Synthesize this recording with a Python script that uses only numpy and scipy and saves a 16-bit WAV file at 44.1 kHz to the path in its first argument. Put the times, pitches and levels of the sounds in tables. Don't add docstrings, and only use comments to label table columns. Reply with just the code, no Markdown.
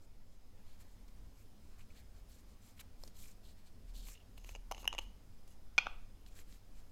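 import sys
import numpy as np
from scipy import signal
from scipy.fft import rfft, irfft
from scipy.io import wavfile
from scipy.ndimage import uniform_filter1d

SR = 44100
rng = np.random.default_rng(int(sys.argv[2]) if len(sys.argv) > 2 else 0)


def elevation(decibels):
    levels = np.asarray(decibels, float)
    return 10 ** (levels / 20)


def generate_wav(signal):
    frames = np.transpose(np.atleast_2d(signal))
    scaled = np.clip(frames, -1, 1) * 32767
    pcm = np.round(scaled).astype(np.int16)
    wavfile.write(sys.argv[1], SR, pcm)


N = 304731

# frequency in Hz, level in dB, decay t60 in s,
# group (rounded to even: 0 cavity, 1 tube body, 2 wall, 3 rim).
CAP_MODES = [(2190, -15.5, 0.0069, 1.5), (2876, -3.5, 0.015, 0.5), (3450, 0, .009, 1.5),
             (400, -5, 0.011, 1.5), (930, 1, 0.0062, 1), (1320, -5, 0.011, 2), (3920, 2.5, 0.0055, 2),
             (5140, -0.5, 0.007, 2), (6300, 0, 0.012, 2), (6820, 1.5, 0.0079, 2), (9660, -6, 0.0048, 3),
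             (11400, 0.5, 0.0042, 3), (12900, -2.5, 0.0036, 3), (14300, -8, 0.0027, 3)]
CAP_CRACK_DB = 9


def evened(x):
    return x / np.sqrt(np.mean(x ** 2) + 1e-20)


def peaked(x):
    return x / (abs(x).max() + 1e-12)


def read(points, hz):
    f, value = np.transpose(points)
    return np.interp(np.log(hz + 1), np.log(f + 1), value)


def add(mix, s, sound):
    part = mix[round(s * SR):][:len(sound)]
    part += sound[:len(part)]


def band(x, low_hz, high_hz, order):
    return signal.sosfilt(signal.butter(order, [low_hz, high_hz], "band", fs=SR, output="sos"), x)


def resonate(x, hz, width_hz):
    turn = np.exp(2j * np.pi * hz * np.arange(len(x)) / SR)
    r = np.exp(-np.pi * width_hz / SR)
    return 2 * (turn * signal.lfilter([1 - r], [1, -r], x / turn)).real


def grit(per_s, spread_db):
    size = elevation(spread_db * np.minimum(rng.exponential(1, N), 4)) * rng.standard_normal(N)
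    return size * (rng.random(N) < per_s / SR)


def contact(ms, chance):
    t = np.arange(len(chance)) / SR
    force = chance * np.exp(-1000 * t / np.clip(ms, .03, 12))
    force[0] = 1.5
    return force


def hush():
    # frequency in Hz, level in dB.
    spectrum = [(24, -30.5), (40, -1), (90, -9), (140, -22.5), (205, -13), (350, -24.5), (460, -24.5),
                (1630, -36), (4500, -39), (6000, -40), (9000, -43), (14800, -44), (15800, -48),
                (16300, -59.5)]
    # time in s, level in dB.
    stir = [(0, -2.5), (.45, -2), (.7, .5), (3, 0), (6.91, 0.05)]
    frames, hz = N // 512 + 5, np.fft.rfftfreq(2048, 1 / SR)
    a, b, patches = rng.standard_normal((frames, 1025, 3)).T
    patches = uniform_filter1d(patches, size=20, axis=0)
    patches = evened(uniform_filter1d(patches, size=8, axis=1))
    z = (a + 1j * b) * elevation(read(spectrum, hz)[:, None] + 1.2 * patches)
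    noise = evened(signal.istft(z, nperseg=2048, noverlap=1536)[1][:N])
    s, stir_db = np.transpose(stir)
    return elevation(-61 + np.interp(np.arange(N) / SR, s, stir_db)) * noise


def whines():
    # frequency in Hz, width in Hz, level in dB.
    tones = [(99.8, 5.3, -72), (5080, 120, -86.5), (6530, 200, -92.5)]
    noise = rng.standard_normal((len(tones), N))
    return sum(elevation(db) * evened(resonate(x, hz, width)) for x, (hz, width, db) in zip(noise, tones))


def rumble():
    # frequency in Hz, width in Hz, mean level in dB, random swell in dB.
    drones = [(7.6, 3.95, -57, 5.5), (20., 2.44, -63.5, 6.5), (36.2, 2.5, -69.5, 3.5)]
    # start in s, length in s, level in dB.
    surges = [
        (0.058, 0.13, -67),
        (0.798, 0.56, -60),
        (2.075, .2, -64.5),
        (3.803, 0.37, -48.5),
        (4.218, 0.7, -53),
        (4.85, 0.29, -53.5),
        (5.85, 0.63, -62.5),
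        (6.45, .15, -57),
        (6.63, 0.23, -59.5),
    ]
    wander = evened(uniform_filter1d(rng.standard_normal((len(drones), N)), size=9000, axis=1))
    swell = rng.standard_normal((len(drones), N))
    span = round(0.14 * SR)
    swell = evened(uniform_filter1d(uniform_filter1d(swell, span, axis=1), span, axis=1))
    levels = np.array([elevation(db + swell_db * s) for s, (_, _, db, swell_db) in zip(swell, drones)])
    for s, length, db in surges:
        add(levels[-1], s, elevation(db) * signal.windows.tukey(round(length * SR), .6))
    out = np.zeros(N)
    for w, level, (hz, width, _, _) in zip(wander, levels, drones):
        phase = 2 * np.pi * np.cumsum(hz + .4 * width * w) / SR
        out += np.sqrt(2) * level * np.sin(phase)
    return out


def room(x, colour):
    # frequency in Hz, reverberation time in s.
    decay = [(300, .45), (1000, .45), (2500, 0.42), (5000, 0.37), (10000, 0.13)]
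    taps = np.zeros(SR // 2)
    at = np.arange(150, SR // 2 - 20, 20)
    taps[at + rng.integers(0, 20, len(at))] = rng.choice([-1., 1.], len(at))
    hz, t, z = signal.stft(taps, SR, nperseg=256)
    tail = signal.istft(z * elevation(-60 * t / read(decay, hz)[:, None]), SR, nperseg=256)[1]
    tail /= np.linalg.norm(tail)
    tail_hz = np.fft.rfftfreq(len(tail), 1 / SR)
    tail = irfft(rfft(tail) * elevation(read(colour, tail_hz)), len(tail))
    return signal.oaconvolve(x, tail)[:N]


def strokes():
    # start in s, length in s, squeak in dB, scuff and grip in dB relative to it.
    firm = [(0.785, 0.047, -72, -3, -4), (1.34, 0.1, -76, -3, -8), (1.772, 0.06, -75, 4, -2),
            (1.93, 0.089, -73.5, 1.5, 1), (2.258, 0.12, -72.5, -8, -3), (2.593, 0.14, -72.5, -5, -4),
            (2.758, 0.042, -74, 3, -2), (2.791, 0.026, -60, 1, 1.5), (2.966, 0.14, -73, -9, -4),
            (3.127, 0.13, -65.5, -12, -4), (3.205, 0.13, -68, -8, -7), (3.408, 0.12, -74.5, -7, 4),
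            (3.923, 0.1, -66.5, -13, 3), (4.003, 0.1, -67, -10, 1), (4.053, 0.1, -63, -9, -13),
            (4.368, 0.022, -73.5, -2, 3), (4.443, 0.089, -67, -2.5, -8), (4.784, 0.047, -67, -7, -4),
            (5, 0.046, -72, 1, 0), (6.26, 0.036, -73, -11, -2), (6.333, 0.096, -66.5, -3, -5.5),
            (6.443, 0.14, -73.5, -3, -3)]
    # start in s, length in s, squeak in dB, finger pressure in dB.
    grazes = [(0, 0.066, -79, -6), (0.3, 0.065, -82, -4), (0.618, 0.15, -81, 4), (0.856, 0.1, -81, -6),
              (1.074, 0.019, -77, 2), (1.55, 0.24, -81.5, -4), (1.897, 0.036, -80, 0),
              (2.13, 0.079, -79, 1), (2.365, 0.054, -75, -7), (2.446, 0.11, -79, -2), (3.56, 0.051, -81, 1),
              (3.65, 0.04, -76, 2), (3.859, 0.062, -77.5, 1), (5.468, 0.08, -77.5, -15),
              (6.297, 0.048, -77, -2), (6.733, 0.091, -75.5, -2)]
    rows = [(*row, -2.5) for row in firm]
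    for s, length, db, press in grazes:
        rows.append((s, length, db, press - 4, press, -5))
    return rows


def rub():
    # low edge in Hz, high edge in Hz, tube resonance in Hz.
    bands = [(4900, 8800, 7400), (1000, 2800, 2300), (2800, 4900, 4200), (8800, 15000, 12000)]
    levels, out = np.zeros((len(bands), N)), np.zeros(N)
    for s, length, level_db, *rel_db in strokes():
        swell = signal.windows.tukey(round(1.16 * max(length, .01) * SR), .8)
        for level, db in zip(levels, [0] + rel_db):
            add(level, s, elevation(level_db + db) * swell)
    grip = evened(uniform_filter1d(rng.standard_normal((len(bands) + 1, N)), size=400, axis=1))
    shared = grip[-1]
    for level, own, (low_hz, high_hz, wall_hz) in zip(levels, grip, bands):
        slips = elevation(1.6 * own + 0.68 * shared) * grit(per_s=16000, spread_db=2.5)
        wall = .8 * resonate(slips, wall_hz, .13 * wall_hz)
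        out += level * evened(band(slips + wall, low_hz, high_hz, order=3))
    return out


def ticks():
    # time in s, peak in dB, centre in Hz, length in ms,
    # thud in dB relative to the peak.
    taps = [(1.081, -60, 6000, 4.3, -13), (3.0367, -39, 4700, 1.2, -5.5), (3.0762, -46.5, 5530, 3.8, -9),
            (3.256, -54, 2350, 2.5, -20), (3.975, -56, 10500, 1.5, -30), (5.476, -56.5, 6900, 8, -14),
            (6.263, -50, 4520, 2.5, -22), (6.323, -62, 3500, 2.5, -9), (6.366, -57, 6000, 3.9, -17),
            (6.39, -50, 2470, 3.5, -9.5), (6.41, -61, 2500, 3.5, -17), (6.525, -54, 4000, 3.8, -13)]
    # time in s, peak in dB, frequency in Hz.
    pings = [(.805, -59, 10800), (1.807, -57, 2700), (1.903, -60.5, 2400), (2.793, -51, 3020),
             (3.235, -58.5, 2400), (4.12, -63, 2300), (4.14, -59, 2600), (4.152, -54, 2750),
             (4.174, -60, 2880), (4.202, -61, 2850), (4.212, -64, 2830), (5.505, -63, 10800)]
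    rows = [(*row, min(0.18 * row[3], 1.2)) for row in taps]
    rows += [(*row, 8, -21, 0.076) for row in pings]
    out = np.zeros(N)
    for (s, peak_db, hz, ms, thud_db, spread), chance in zip(rows, rng.standard_normal((len(rows), 1500))):
        force, width_hz = contact(ms, chance), np.clip(spread, .1, 3) * hz
        snap = band(resonate(force, hz, width_hz), 0.075 * hz, min(1.7 * hz, 16000), order=1)
        thud = resonate(force, hz=560, width_hz=320)
        add(out, s, elevation(peak_db) * (peaked(snap) + elevation(thud_db) * peaked(thud)))
    return out


def rings(modes, detune, crack_db, freedom):
    # low edge in Hz, high edge in Hz.
    group_hz = [(1800, 4200), (380, 2100), (3800, 8800), (7000, 16000)]
    t, groups = np.arange(2600) / SR, np.zeros((4, 2600))
    for k, ((hz, db, t60, group), shift) in enumerate(zip(modes, detune)):
        decay = elevation(db - 60 * t / t60 / freedom)
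        groups[round(float(group))] -= (-1) ** k * decay * np.sin(2 * np.pi * hz * shift * t)
    groups *= 1 - np.exp(-t / .0001)
    groups[:, 1] += elevation(crack_db) * np.array([1, -1, -1, 1])
    return [band(g, *edges, order=2) for g, edges in zip(groups, group_hz)]


def knocks(rows, modes, wobble, crack_db):
    out = np.zeros(N)
    for (s, peak_db, *rel_db, ms), chance in zip(rows, rng.standard_normal((len(rows), 900))):
        freedom = np.interp(peak_db, [-42, -22], [.6, 1])
        groups = rings(modes, 1 + wobble * chance[-len(modes):], crack_db, freedom)
        force = contact(ms, chance)
        parts = [elevation(db) * peaked(np.convolve(force, g)) for db, g in zip([0] + rel_db, groups)]
        add(out, s, elevation(peak_db) * sum(parts))
    return out


def drag():
    # start in s, length in s, peak in dB.
    scrapes = [
        (4.1, 0.13, -79),
        (4.36, 0.23, -67.5),
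        (4.72, 0.16, -63),
        (4.87, 0.27, -74),
        (5.47, .09, -76),
    ]
    cavity, body, wall, rim = rings(CAP_MODES, np.ones(len(CAP_MODES)), CAP_CRACK_DB, freedom=1)
    colour = cavity + elevation(-8) * body + elevation(-3) * wall + elevation(-5) * rim
    scrape = evened(signal.oaconvolve(grit(per_s=2500, spread_db=3.5), colour)[:N])
    t, level = np.arange(N) / SR, np.zeros(N)
    for start, length, peak_db in scrapes:
        s = start + length * np.array([0, .55, 1])
        db = peak_db + np.array([-12, 0, -10])
        gate = np.interp(t, [s[0], s[0] + .015, s[-1] - .03, s[-1]], [0, 1, 1, 0])
        level += elevation(np.interp(t, s, db)) * gate
    return level * scrape


def landings():
    # frequency in Hz, level in dB, decay t60 in s, group as in CAP_MODES.
    table_modes = [(2050, -11, .01, 0), (2425, 0, .011, 0), (2620, -22, .07, 0), (3000, -16, .01, 0),
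                   (3590, -14, .01, 0), (158, -6, .03, 1), (850, -7, .012, 1), (1150, -7, .008, 1),
                   (1480, 0, .012, 1), (4150, -2, .008, 2), (4570, 0, .008, 2), (5070, -1, .008, 2),
                   (6060, -3, .011, 2), (6800, -12, .008, 2), (7500, 3, .006, 3), (11700, 0, .004, 3)]
    # time in s, peak in dB, table in dB relative to it, contact in ms.
    touches = [
        (5.7799, -16, -9, .03),
        (5.784, -16, -9, .03),
        (5.7852, -22, -20, .03),
        (5.7861, -22, -8, .03),
        (5.7873, -27, -20, .03),
        (5.8584, -47, 4, 2.5),
        (5.8681, -34, 7, .5),
    ]
    rows = [(s, db, table_db, -10, -28, ms) for s, db, table_db, ms in touches]
    x = knocks(rows, table_modes, wobble=.003, crack_db=-8)
    dip = .6 * resonate(x, hz=430, width_hz=350)
    lift = resonate(x, hz=1060, width_hz=180)
    return x - dip + lift


def cap_knocks():
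    # time in s, cavity peak in dB, push into the tube body in dB, share on the rim in dB.
    hits = [(4.0697, -54.5, -6, -3), (4.085, -51.5, -4.5, -5), (4.3781, -52, -3, -2), (4.445, -49, -6, -11),
            (4.4912, -43.5, -4.5, -13), (4.5504, -42, -3, -23), (4.5585, -47, -3, -19),
            (4.7127, -42.5, 8, 0), (4.7142, -43.5, 11, -5), (4.7207, -40.5, 7.5, -4),
            (4.7463, -44.5, -6, -25), (4.767, -56, -1, -15), (4.779, -48.5, -0.5, -16),
            (4.8293, -57.5, 7.5, -12), (4.8434, -52.5, 8, -2), (4.8537, -42.5, 0, -13),
            (4.8768, -19, -17.5, -12.5), (4.9281, -38, 1.5, -25), (4.9371, -49, 7, -18),
            (4.9484, -46, 4, -18), (4.9815, -32, -10.5, -22), (4.9871, -28, -8.5, -17),
            (4.9915, -39, -1.5, -11)]
    rows = []
    for s, db, body_db, rim_db in hits:
        wall_db = -2 + 0.51 * body_db
        ms = 0.53 * np.exp((-18.5 - db) / 19.5)
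        rows.append((s, db, body_db, wall_db, rim_db, ms))
    return knocks(rows, CAP_MODES, wobble=0.017, crack_db=CAP_CRACK_DB)


def scene():
    # frequency in Hz, level in dB.
    sideways = [(2300, 2), (2750, -7), (3080, 7.5), (3400, 0.5), (6400, 1.5), (9000, -2)]
    # frequency in Hz, level in dB.
    table_sideways = [(800, 0.5), (1100, 4.5), (1450, -4), (1900, 5), (2380, -8.5), (2590, 7.5),
                      (3000, 3.5), (5000, -0.5)]
    background = hush() + whines() + rumble()
    hands = rub() + ticks() + drag() + cap_knocks()
    table = landings()
    echoes = elevation(-20.5) * room(hands, sideways) + elevation(-17) * room(table, table_sideways)
    return (background + hands + table + echoes)[None]


def roll_off(x):
    return signal.sosfilt(signal.butter(12, 16530, fs=SR, output="sos"), x)


def record(dry):
    return roll_off(dry)


dry = scene()
out = record(dry)
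generate_wav(out)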